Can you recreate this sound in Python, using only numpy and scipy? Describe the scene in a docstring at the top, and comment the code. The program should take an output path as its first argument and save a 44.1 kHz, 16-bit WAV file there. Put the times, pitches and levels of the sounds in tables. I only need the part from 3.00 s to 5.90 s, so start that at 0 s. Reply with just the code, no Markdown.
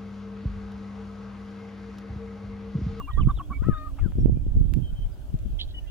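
"""Grouse on a windy prairie

Grouse: short cackles, a long crow with a rough catch after it, two whoops (gliding partials), far booms.
Small songbirds whistle near-sine notes and give two harsh chirrs of resonated noise.
Gusts (shaped noise, single slaps of air) buffet the two microphones separately; dry clicks (noise
and ring), some from the microphones overloading at hard wind slaps.
Behind: a steady noise wash and a far insect. A slow limiter ducks the mix at the hardest gusts."""
import sys
import numpy as np
from scipy import signal
from scipy.fft import rfft, irfft, next_fast_len
from scipy.io import wavfile
from scipy.ndimage import uniform_filter1d

SR = 44100
rng = np.random.default_rng(int(sys.argv[2]) if len(sys.argv) > 2 else 0)


def rack_gain(trim_db):
    """Turn a fader trim in dB into the linear factor to multiply a signal by."""
    fader = np.asarray(trim_db, float)
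    return 10 ** (fader / 20)


def dump_mix(stems):
    """Bounce the given channels to the path in sys.argv[1] as a 16-bit WAV at rate SR."""
    frames = np.atleast_2d(stems).T  # one column per channel
    limited = np.clip(frames, -1, 1)  # hard clip at full scale
    pcm = np.round(limited * 32767).astype(np.int16)
    wavfile.write(sys.argv[1], SR, pcm)


N = 127890
T = np.arange(N) / SR

# Distant field and microphone hiss, relative spectrum: (frequency [Hz], level [dB])
AIR_SPECTRUM = [(88, -21), (150, -2), (182, -15), (291, -10), (494, -20.5), (601, -14.5), (1100, -28.5),
                (1560, -26.5), (1830, -35), (3220, -27.5), (4000, -36), (10000, -38.5), (11300, -42),
                (15100, -38.5), (16000, -38)]
# Left-right likeness of the air: (frequency [Hz], correlation [0..1])
AIR_LIKENESS = [(300, 0.71), (700, 0.5), (1400, 0.084), (2500, 0.11), (15000, 0.05)]
# Insect resonances: (frequency [Hz], width [Hz], level [dB])
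INSECT_BANDS = [(14900, 350, -9), (13450, 350, -4)]
# Wind gain curves: (time [s], rumble gain [dB], rumble left-right [dB],
# flutter gain [dB], flutter left-right [dB])
GUSTS = [(0.0, -39, 3.5, -42, -8), (0.1, -37, 11, -76, 10), (0.14, -26.5, -15, -61, -1),
         (0.16, -25.5, -10, -37.5, -17), (0.2, -21.5, -16, -31.5, -39), (0.272, -23, -2, -24.5, -1.5),
         (0.35, -30, 6, -46.5, 7), (0.47, -44.5, -3, -52, 2), (0.501, -35, -1, -36.5, -1),
         (0.58, -30, -0.5, -60, -5), (0.691, -27.5, 8, -21.5, 19), (0.73, -27.5, -11, -39, 5),
         (0.78, -31.5, 24, -58, 18), (0.83, -36.5, -18, -81, 10), (0.91, -33.5, 3, -57, 5),
         (0.95, -36.5, -11, -68, -7), (1.02, -28.5, 14, -41, 26), (1.07, -31, 11, -27.5, 24),
         (1.14, -32, 1, -50, -2), (1.189, -23, -1, -26.5, 5.5), (1.249, -18.5, -9, -23.5, -17),
         (1.279, -18, -10, -25, -7), (1.42, -27, -7, -36, -20), (1.47, -23, 4, -34, 20),
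         (1.53, -26, -14, -36.5, -11.5), (1.58, -21.5, 0, -28, 4), (1.69, -23, -18, -34.5, -20),
         (1.78, -26.5, -17, -25.5, -15), (1.88, -33, -9.5, -42.5, -18.5), (1.94, -34, -6, -45, 14),
         (2.0, -39, 2, -44, 13), (2.03, -33.5, -8.5, -50, -10), (2.07, -27, 18, -56, -13),
         (2.099, -30, -24, -40.5, -3.5), (2.15, -41, 6, -80, 11), (2.22, -34.5, -13, -66, 4),
         (2.28, -44.5, 8, -61, -14), (2.351, -24, -5, -34.5, 17), (2.39, -39, 8, -52, 21),
         (2.409, -26, -10.5, -50, -10), (2.461, -31, 15, -35.5, 19), (2.57, -32, -15, -55, -12),
         (2.7, -36, -1.5, -63, 8), (2.9, -37.5, -7.5, -71, -17)]
# Relative spectra of the low and the mid wind noise: (frequency [Hz], level [dB])
RUMBLE_SPECTRUM = [(8, -23), (20, -5), (30, 4.5), (60, 1.5), (90, -4.5), (130, -17), (250, -59.5),
                   (600, -95.5)]
FLUTTER_SPECTRUM = [(40, -44.5), (90, -1), (130, 2), (220, -9), (350, -20), (500, -33.5), (800, -51),
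                    (2000, -81)]
# Slaps of air on one microphone: (centre [s], peak [dB], width scale [s], side [0 left, 1 right])
SLAPS = [(0.21, -13, 0.0014, 1), (0.237, -17.5, 0.0022, 1), (0.274, -2.5, 0.0016, 1), (.51, -17, 0.002, 1),
         (.622, -13, 0.0013, 0), (0.67, -12.5, 0.0014, 0), (0.6872, -4, 0.00094, 0), (0.696, -2, .0014, 0),
         (0.727, -20, 0.0029, 1), (1.015, -14.5, 0.003, 0), (1.062, -9, 0.0014, 0), (1.156, -18, 0.0014, 1),
         (1.186, -8.5, 0.0011, 0), (1.245, -14.5, 0.0017, 1), (1.259, 1.5, 0.0011, 1),
         (1.283, -12.5, 0.00086, 1), (1.297, -9.5, 0.00087, 1), (1.299, -20, 0.0024, 0),
         (1.359, -21, 0.0014, 0), (1.372, -10.5, 0.0011, 1), (1.466, -14, 0.001, 0), (1.52, -10, 0.005, 1),
         (1.57, -12, 0.0011, 1), (1.574, -9.5, 0.0027, 0), (1.613, -9, 0.0013, 1), (1.79, -13.5, 0.0013, 1),
         (1.929, -19, 0.0021, 0), (1.991, -19.5, 0.0022, 0), (2.07, -17, 0.0032, 0),
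         (2.343, -13, 0.0016, 0)]
# Dry clicks; those at 0.686 and 1.26 s are microphone overload at wind slaps:
# (start [s], gain [dB], left-right [dB], ring [Hz], upper band edge [Hz])
CLICKS = [(.176, -23, -16.5, 450, 900), (.376, -33, 2, 800, 1700), (0.686, -44, 5, 890, 4900),
          (1.121, -37, 2.5, 900, 2500), (1.26, -37, -7, 1110, 3000), (1.738, -30, -9, 2760, 15500),
          (2.39, -49, 11, 6500, 11000)]
# Whistles, nominal pitch: (start [s], length [s], first pitch [Hz], last pitch [Hz], gain [dB],
# left-right [dB], left lag [us])
WHISTLES = [(0, 0.074, 2840, 2790, -54.5, -3, -70), (0.074, 0.023, 2380, 2350, -59, -6, 45),
            (0.096, 0.09, 1915, 1880, -54.5, -6, 67), (0.111, 0.014, 3270, 2920, -54, 3, -104),
            (0.132, 0.013, 3840, 3610, -57, 5, -119), (0.163, 0.044, 3430, 3220, -56, 2, -96),
            (0.204, 0.04, 3366, 1930, -47.5, 5, -88), (0.296, 0.011, 2920, 3530, -63, -4, 42),
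            (0.303, 0.015, 3780, 3500, -56.5, -5, 39), (0.346, 0.027, 3880, 3790, -65, 6, 42),
            (0.365, 0.043, 3656, 2390, -51.5, -4, 35), (0.422, 0.037, 3250, 3460, -60.5, 0, 44),
            (0.521, 0.061, 2275, 2306, -50.5, -11.5, 30), (0.731, 0.063, 3650, 3784, -65.5, -16, 68),
            (1.198, 0.03, 5650, 5477, -67.5, 9, -5), (1.349, 0.067, 2410, 2430, -74.5, -17.5, 70),
            (1.818, 0.1, 3204, 3124, -56, 1.5, -92), (1.945, 0.12, 3150, 3164, -57.5, -1, -86),
            (2.11, 0.043, 5000, 4920, -74.5, 11, 25), (2.589, 0.0069, 3290, 3280, -40.5, -4.5, 120),
            (2.74, 0.062, 3005, 2969, -44, 1, 147.5), (2.731, 0.071, 1960, 1840, -68, -1, 66),
            (2.81, 0.063, 1830, 1774, -73, -9, 2), (2.847, 0.05, 2040, 2020, -71.5, -3, -103),
            (2.864, 0.042, 3140, 3650, -60.5, -8, 140), (2.87, 0.041, 2770, 3030, -57, -5, 136)]
# Harsh chirrs: (start [s], length [s], first pitch [Hz], last pitch [Hz], gain [dB])
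CHIRRS = [(2.585, 0.064, 3070, 3700, -35.5), (2.672, 0.1, 3280, 3370, -55.5)]
# Fading chirr overtones: (multiple of first pitch, level at start [dB])
CHIRR_OVERTONES = [(.7, -13.5), (1.8, -20.5), (3.1, -26)]
# Far booms, nominal pitch: (start [s], length [s], first pitch [Hz], last pitch [Hz], gain [dB])
BOOMS = [(0, 0.082, 285.6, 274, -45.5), (0.363, 0.25, 315, 262.5, -51), (0.753, 0.28, 282, 276, -54.5),
         (1.256, 0.21, 294, 284.4, -46.5), (1.596, 0.18, 298, 270, -70)]
# Whoop curves: per whoop (time [s], pitch [Hz], gain [dB], other partials against the third [dB])
WHOOPS = [
    [(.62, 437.5, -62, -6), (.635, 488, -48, -5.5), (.65, 602.4, -50, -3), (.688, 677.4, -50.5, 1),
     (.7, 619, -55, 0), (.725, 560, -44.5, -7.5), (.76, 427, -55.5, -14), (.78, 388, -57.5, 3.5)],
    [(.955, 390, -85, -10), (.965, 450, -67, -4), (.985, 720, -58, -3), (1.005, 700, -57, -4),
     (1.035, 554, -55, -13), (1.055, 524, -49.5, -18), (1.078, 437, -60, -12), (1.09, 397, -71, -2)],
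]
# Fixed throat response of the whoops: (frequency [Hz], level [dB])
WHOOP_THROAT = [(600, -33), (1000, 3), (1400, 2), (1900, -9), (2500, -16), (2900, -19), (3400, -61)]
# Noisy top of the second whoop: (start [s], length [s], gain [dB], centre [Hz], width [Hz])
WHOOP_RASP = (.975, .045, -62, 2400, 900)
# Crow curve: (time [s], pitch [Hz], gain [dB], other partials against the second [dB])
CROW = [(.57, 514.5, -68, -8), (.6, 595.6, -62.5, -4), (.64, 650, -55, 5), (.68, 652, -50.5, -3),
        (.705, 624.3, -42, -9), (.75, 626.4, -42.5, -5), (.8, 613.4, -46.5, 3), (.835, 615.4, -46.5, -1),
        (.86, 625, -45.5, -8), (.872, 595, -44, -6), (.885, 637, -49.5, -5), (.897, 583, -55, -10),
        (.915, 515, -70, -9)]
# Crow partials: (multiple, level [dB])
CROW_PARTIALS = [(1, -12.5), (2, 3), (3, -14), (4, -22.5), (5, -38), (6, -26), (7, -29), (8, -52), (9, -45),
                 (10, -55), (11, -42), (12, -34)]
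# Resonances of the catch: (frequency [Hz], width [Hz], level [dB])
CATCH_THROAT = [(800, 180, 2.5), (1180, 203, 6), (2150, 160, -5.5), (2630, 230, -9)]
# Cackles: (start [s], length [s], gain [dB], third-partial pitch at 0.8 of the arch [Hz],
# relative arch depth, arch skew)
CACKLES = [(0, 0.023, -38, 1110, 0.22, 1.46), (0.071, 0.048, -39.5, 1166, 0.3, 1.08),
           (0.171, .046, -35.5, 1161, 0.18, 0.95), (0.268, 0.015, -50, 1230, .1, 0.87),
           (0.282, 0.037, -33, 1151, 0.18, 0.94), (0.385, 0.013, -47, 1280, .1, 0.86),
           (0.395, 0.026, -34.5, 1105, 0.11, 1.), (0.499, 0.036, -38, 1117, 0.15, 1.12),
           (.531, 0.0098, -48, 1310, 0.081, 0.72)]
# Cackle partials: (multiple, level [dB])
CACKLE_PARTIALS = [(2, -20.5), (3, 1.5), (4, -23.5), (5, -37.5)]

AIR_DB, AIR_PATCH_DB = -54.5, 1.5
INSECT_GAIN_DB, INSECT_CHIRPS_PER_S, INSECT_CHIRP_S = -70, 19, 0.0099
LUMP_DB, LUMP_RATE_HZ = 3.5, 32.8
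CLICK_T60_S, CLICK_PUSH_DB, CLICK_PUSH_T60_S = 0.0025, 1, 0.0008
CLICK_RING_DB, CLICK_RING_T60_S = -11, 0.012
ECHO_DB, ECHO_T60_S = -16, 0.12
PITCH_WAVER_SHARE, PARTIAL_WAVER_DB = 0.0029, 2.2
NOTE_WAVER_DB, WHISTLE_EDGE_SHARE, BOOM_EDGE_S = 0.96, 0.26, 0.053
GLIDE_BEND, GLIDE_BLUR_SHARE = 1.57, 0.088  # glides steepen late; wide ones blur in pitch
GLIDE_FADE_DB = -26  # per unit of relative pitch change
CHIRR_WIDTH_HZ, CHIRR_PEAK_S = 620, 0.022
CHIRR_PAN_DB, CHIRR_LAG_US = -4, 119
CHIRR_UPPER_RATIO, CHIRR_UPPER_DB, CHIRR_UPPER_RISE_S = 1.2, -1.5, 0.016
CHIRR_OVERTONE_FADE_DB_PER_S = 502
WHOOP_PAN_DB, WHOOP_LAG_US, WHOOP_BLUR_HZ, WHOOP_RASP_PAN_DB = -2, 30, 11, -10
CROW_PAN_DB, CROW_LAG_US = 5.5, 89
CATCH_START_S, CATCH_LENGTH_S, CATCH_GAIN_DB = 0.98, 0.021, -50
CACKLE_PAN_DB, CACKLE_BREATH_DB = -2.5, -17.5
LIMIT_DB, LIMIT_SHARE, RECOVER_DB_PER_S = -3.5, 0.81, 7


def evened(x):
    """Scales to rms 1."""
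    return x / np.sqrt(np.mean(x ** 2, axis=-1, keepdims=True) + 1e-20)


def read(points, hz):
    """Reads a table on a log-frequency axis."""
    f, value = np.transpose(points)
    return np.interp(np.log(hz + 1), np.log(f + 1), value)


def coloured(points):
    """Two unrelated noises with the given spectrum, rms 1."""
    hz = np.fft.rfftfreq(N, 1 / SR)
    spectrum = rfft(rng.standard_normal((2, N))) * rack_gain(read(points, hz))
    return evened(irfft(spectrum, N))


def slow(hz, size):
    """Smooth random wander, rms 1."""
    width = max(int(SR / hz / 2), 1)
    noise = rng.standard_normal(size)
    return evened(uniform_filter1d(uniform_filter1d(noise, width), width))


def place(x, pan_db, lag_us):
    """Level and arrival-time difference between the microphones; positive lag delays the left."""
    size = next_fast_len(len(x) + 64)
    turn = np.exp(-1j * np.pi * np.fft.rfftfreq(size, 1 / SR) * lag_us * 1e-6)
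    z = rfft(x, size)
    left = rack_gain(pan_db / 2) * irfft(z * turn, size)
    right = rack_gain(-pan_db / 2) * irfft(z / turn, size)
    return np.array([left, right])[:, :len(x)]


def add(mix, start_s, sound):
    """Mixes a sound in at start_s."""
    part = mix[..., round(start_s * SR):][..., :sound.shape[-1]]
    part += sound[..., :part.shape[-1]]


def resonate(x, hz, width_hz):
    """A resonance of gain 1 that follows the curve hz."""
    turn = np.exp(2j * np.pi * np.cumsum(hz * np.ones(len(x))) / SR)
    r = np.exp(-np.pi * width_hz / SR)
    return 2 * (turn * signal.lfilter([1 - r], [1, -r], x / turn)).real


def stack(hz, partials, lead=1, others_db=0, blur_hz=0):
    """Partials on a wavering pitch; all but the lead one also waver in level."""
    size = len(hz)
    wavering_hz = hz * (1 + PITCH_WAVER_SHARE * slow(73, size)) + blur_hz * slow(440, size)
    turns = np.cumsum(wavering_hz) / SR
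    out = np.zeros(size)
    for k, db in partials:
        side_db = others_db + PARTIAL_WAVER_DB * slow(40, size)
        out += np.sqrt(2) * rack_gain(db + (k != lead) * side_db) * np.sin(2 * np.pi * k * turns)
    return out


def glide(rows):
    """Start, pitch, gain and side-partial level along a control curve."""
    s, hz, db, others_db = np.transpose(rows)
    t = np.arange(s[0], s[-1], 1 / SR)
    pitch_hz = uniform_filter1d(np.interp(t, s, hz), 300)
    return s[0], pitch_hz, rack_gain(np.interp(t, s, db)), np.interp(t, s, others_db)


def note(length_s, first_hz, last_hz, gain_db, edge_s):
    """A soft-edged near-sine whistle; wide glides die away."""
    t = np.arange(0, length_s, 1 / SR)
    shape = np.sin(np.pi / 2 * np.clip(np.minimum(t, length_s - t) / edge_s, 0, 1))
    fade_db = GLIDE_FADE_DB * abs(last_hz / first_hz - 1) * t / length_s
    gain = rack_gain(gain_db + fade_db + NOTE_WAVER_DB * slow(44, len(t)))
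    hz = first_hz + (last_hz - first_hz) * (t / length_s) ** GLIDE_BEND
    # one partial at 0.99 of the nominal pitch, so not the lead: it wavers in level
    tone = stack(hz, [(0.99, 0.0056)], blur_hz=GLIDE_BLUR_SHARE * abs(last_hz - first_hz))
    return gain * shape * tone


def air():
    """Steady distant wash: noise bins, partly alike left and right, with faint level patches."""
    frames, hz = N // 256 + 5, np.fft.rfftfreq(1024, 1 / SR)
    a, b, c, d, patches = rng.standard_normal((frames, 513, 5)).T
    patches = uniform_filter1d(uniform_filter1d(patches, size=10, axis=0), size=12, axis=1)
    same = np.clip(read(AIR_LIKENESS, hz), -1, 1)[:, None]
    left = a + 1j * b
    right = same * left + np.sqrt(1 - same ** 2) * (c + 1j * d)
    level_db = read(AIR_SPECTRUM, hz)[:, None] + AIR_PATCH_DB * patches / patches.std()
    z = np.array([left, right]) * rack_gain(level_db)
    return rack_gain(AIR_DB) * evened(signal.istft(z, nperseg=1024, noverlap=768)[1][:, :N])


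def insect():
    """A far insect: resonated noise gated into steady chirps in the top octave."""
    turns = np.cumsum(INSECT_CHIRPS_PER_S * (1 + 0.051 * slow(3.5, N))) / SR
    phase_s = turns % 1 / INSECT_CHIRPS_PER_S
    gate = np.exp(-((phase_s - 0.03) / INSECT_CHIRP_S) ** 2)
    buzz = np.zeros((2, N))
    for side, noise in enumerate(rng.standard_normal((2, N))):
        for hz, width_hz, db in INSECT_BANDS:
            band = resonate(resonate(noise, hz, width_hz), hz, width_hz)
            buzz[side] += rack_gain(db) * evened(band)
    return rack_gain(INSECT_GAIN_DB) * gate * buzz


def turbulence():
    """Lumpy low and mid noise, unrelated at each microphone, following the gusts."""
    s, low_db, low_pan_db, mid_db, mid_pan_db = np.transpose(GUSTS)
    out = np.zeros((2, N))
    for points, db, pan_db in ((RUMBLE_SPECTRUM, low_db, low_pan_db),
                               (FLUTTER_SPECTRUM, mid_db, mid_pan_db)):
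        right_over_left = rack_gain(-2 * np.interp(T, s, pan_db))
        left = 1 / (1 + right_over_left)  # share of the power
        lumps = rack_gain(LUMP_DB * slow(LUMP_RATE_HZ, (2, N)))
        noise = evened(lumps * coloured(points))
        out += 2 * rack_gain(np.interp(T, s, db)) * np.sqrt([left, 1 - left]) * noise
    return out


def slaps():
    """Single pressure pulses, each on one microphone, with dips either side of the peak."""
    out = np.zeros((2, N))
    for s, db, width_s, side in SLAPS:
        u = np.arange(-0.02, 0.02, 1 / SR) / width_s
        pulse = (1 - u ** 2 / 2) / (1 + u ** 2 / 2) ** 2
        add(out[int(side > 0.5)], s - 0.02, rack_gain(db) * pulse * np.hanning(len(u)))
    return out


def clicks():
    """Dry clicks: decaying random-sign noise, a brief push and a short sine ring, band-passed."""
    out, t = np.zeros((2, N)), np.arange(0, 0.03, 1 / SR)
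    for s, db, pan_db, ring_hz, top_hz in CLICKS:
        crack = rng.choice([-1., 1.], len(t)) * rack_gain(-60 * t / CLICK_T60_S)
        push = rack_gain(CLICK_PUSH_DB - 60 * t / CLICK_PUSH_T60_S)
        ring = rack_gain(CLICK_RING_DB - 60 * t / CLICK_RING_T60_S) * np.sin(2 * np.pi * ring_hz * t)
        band = signal.butter(3, [ring_hz / 4, top_hz], "band", fs=SR, output="sos")
        click = signal.sosfilt(band, crack + push + ring)
        add(out, s, place(rack_gain(db) * click, pan_db, lag_us=63))
    return out


def whistles():
    """Songbird notes: gliding near-sines from several directions."""
    out = np.zeros((2, N))
    for s, *row, pan_db, lag_us in WHISTLES:
        add(out, s, place(note(*row, edge_s=WHISTLE_EDGE_SHARE * row[0]), pan_db, lag_us))
    return out


def chirrs():
    """Harsh songbird calls: flickering noise through rising resonances and fading overtones."""
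    out = np.zeros((2, N))
    for s, length_s, first_hz, last_hz, db in CHIRRS:
        t = np.arange(0, length_s, 1 / SR)
        hz = first_hz + (last_hz - first_hz) * (t / length_s) ** 1.8
        rasp = rng.standard_normal(len(t)) * rack_gain(3.3 * slow(230, len(t)))
        opening = np.clip(t / CHIRR_UPPER_RISE_S, 0.01, 1) ** 2
        parts = [(hz, 0), (CHIRR_UPPER_RATIO * hz, CHIRR_UPPER_DB + 20 * np.log10(opening))]
        for k, start_db in CHIRR_OVERTONES:
            parts.append((k * first_hz, start_db - CHIRR_OVERTONE_FADE_DB_PER_S * t))
        voice = np.zeros(len(t))
        for part_hz, part_db in parts:
            band = rasp
            for _ in range(3):
                band = resonate(band, part_hz, CHIRR_WIDTH_HZ)
            voice += rack_gain(part_db) * evened(band)
        swell = (t / CHIRR_PEAK_S * np.exp(1 - t / CHIRR_PEAK_S)) ** 2
        shape = rack_gain(db) * swell * (1 - (t / length_s) ** 4)
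        add(out, s, place(shape * voice, CHIRR_PAN_DB, CHIRR_LAG_US))
    return out


def booms():
    """Far grouse: low soft-edged near-sine notes, centred."""
    out = np.zeros((2, N))
    for s, *row in BOOMS:
        add(out, s, note(*row, edge_s=BOOM_EDGE_S))
    return out


def whoops():
    """Two gliding calls through a fixed throat response, the second with a noisy top."""
    out = np.zeros((2, N))
    for rows in WHOOPS:
        s, hz, gain, others_db = glide(rows)
        partials = [(k, read(WHOOP_THROAT, k * hz)) for k in range(1, 7)]
        voice = stack(hz, partials, lead=3, others_db=others_db, blur_hz=WHOOP_BLUR_HZ)
        add(out, s, place(gain * voice, WHOOP_PAN_DB, WHOOP_LAG_US))
    s, length_s, db, hz, width_hz = WHOOP_RASP
    noise = rng.standard_normal(round(length_s * SR))
    rasp = evened(resonate(resonate(noise, hz, width_hz), hz, width_hz))
    add(out, s, place(rack_gain(db) * np.hanning(len(rasp)) * rasp, WHOOP_RASP_PAN_DB, WHOOP_LAG_US))
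    return out


def crow():
    """Long gliding call of twelve partials, then a rough catch of throat-resonated noise."""
    out = np.zeros((2, N))
    s, hz, gain, others_db = glide(CROW)
    voice = stack(hz, CROW_PARTIALS, lead=2, others_db=others_db)
    add(out, s, place(gain * voice, CROW_PAN_DB, CROW_LAG_US))
    noise = rng.standard_normal(round(CATCH_LENGTH_S * SR))
    rasp = np.zeros(len(noise))
    for f, width_hz, db in CATCH_THROAT:
        rasp += rack_gain(db) * evened(resonate(resonate(noise, f, width_hz), f, width_hz))
    add(out, CATCH_START_S, place(rack_gain(CATCH_GAIN_DB) * np.hanning(len(rasp)) * rasp, 0, 0))
    return out


def cackles():
    """Short calls: partials and resonated breath noise; pitch and level rise and fall on an arch."""
    out = np.zeros((2, N))
    for s, length_s, db, hz, depth, skew in CACKLES:
        u = np.arange(0, length_s, 1 / SR) / length_s
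        if s == 0:  # only the second half of the arch is heard
            u = 0.5 + u / 2
        arch = abs(np.sin(np.pi * u ** skew))
        pitch_hz = hz * (1 + depth * (arch - 0.8))
        noise = rng.standard_normal(len(u))
        breath = evened(resonate(resonate(noise, 1.1 * hz, 350), 1.14 * hz, 350))
        tone = arch ** 0.93 * stack(pitch_hz / 3, CACKLE_PARTIALS, lead=3)
        voice = tone + rack_gain(CACKLE_BREATH_DB) * arch ** 0.5 * breath
        add(out, s, place(rack_gain(db) * voice, CACKLE_PAN_DB, 0))
    return out


def scatter(x):
    """Weak short echoes from grass and ground: a decaying noise tail per side."""
    t = np.arange(0, 0.2, 1 / SR)
    tail = rng.standard_normal((2, len(t))) * rack_gain(-60 * t / ECHO_T60_S) * (t > 0.003)
    tail /= np.linalg.norm(tail[0])
    return x + rack_gain(ECHO_DB) * signal.fftconvolve(x, tail, axes=1)[:, :N]


def scene():
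    """Birds and clicks with a faint noise tail over air, insect and wind."""
    background = air() + insect() + turbulence() + slaps()
    songbirds = whistles() + chirrs()
    grouse = booms() + whoops() + crow() + cackles()
    return background + scatter(clicks() + songbirds + grouse)


def roll_off(x):
    """The treble ends steeply here."""
    return signal.sosfilt(signal.butter(12, 15850, fs=SR, output="sos"), x)


def record(dry):
    """A limiter driven by the louder side ducks both at the hardest gusts and recovers slowly."""
    power = abs(uniform_filter1d((dry ** 2).max(0), size=30))
    power_db = 10 * np.log10(power + 1e-12)
    fall_db = T * RECOVER_DB_PER_S
    held_db = np.maximum.accumulate(power_db + fall_db) - fall_db
    over_db = np.maximum(held_db - LIMIT_DB, 0)
    limited = dry / rack_gain(LIMIT_SHARE * uniform_filter1d(over_db, size=200))
    return roll_off(limited)


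dry = scene()
out = record(dry)
dump_mix(out)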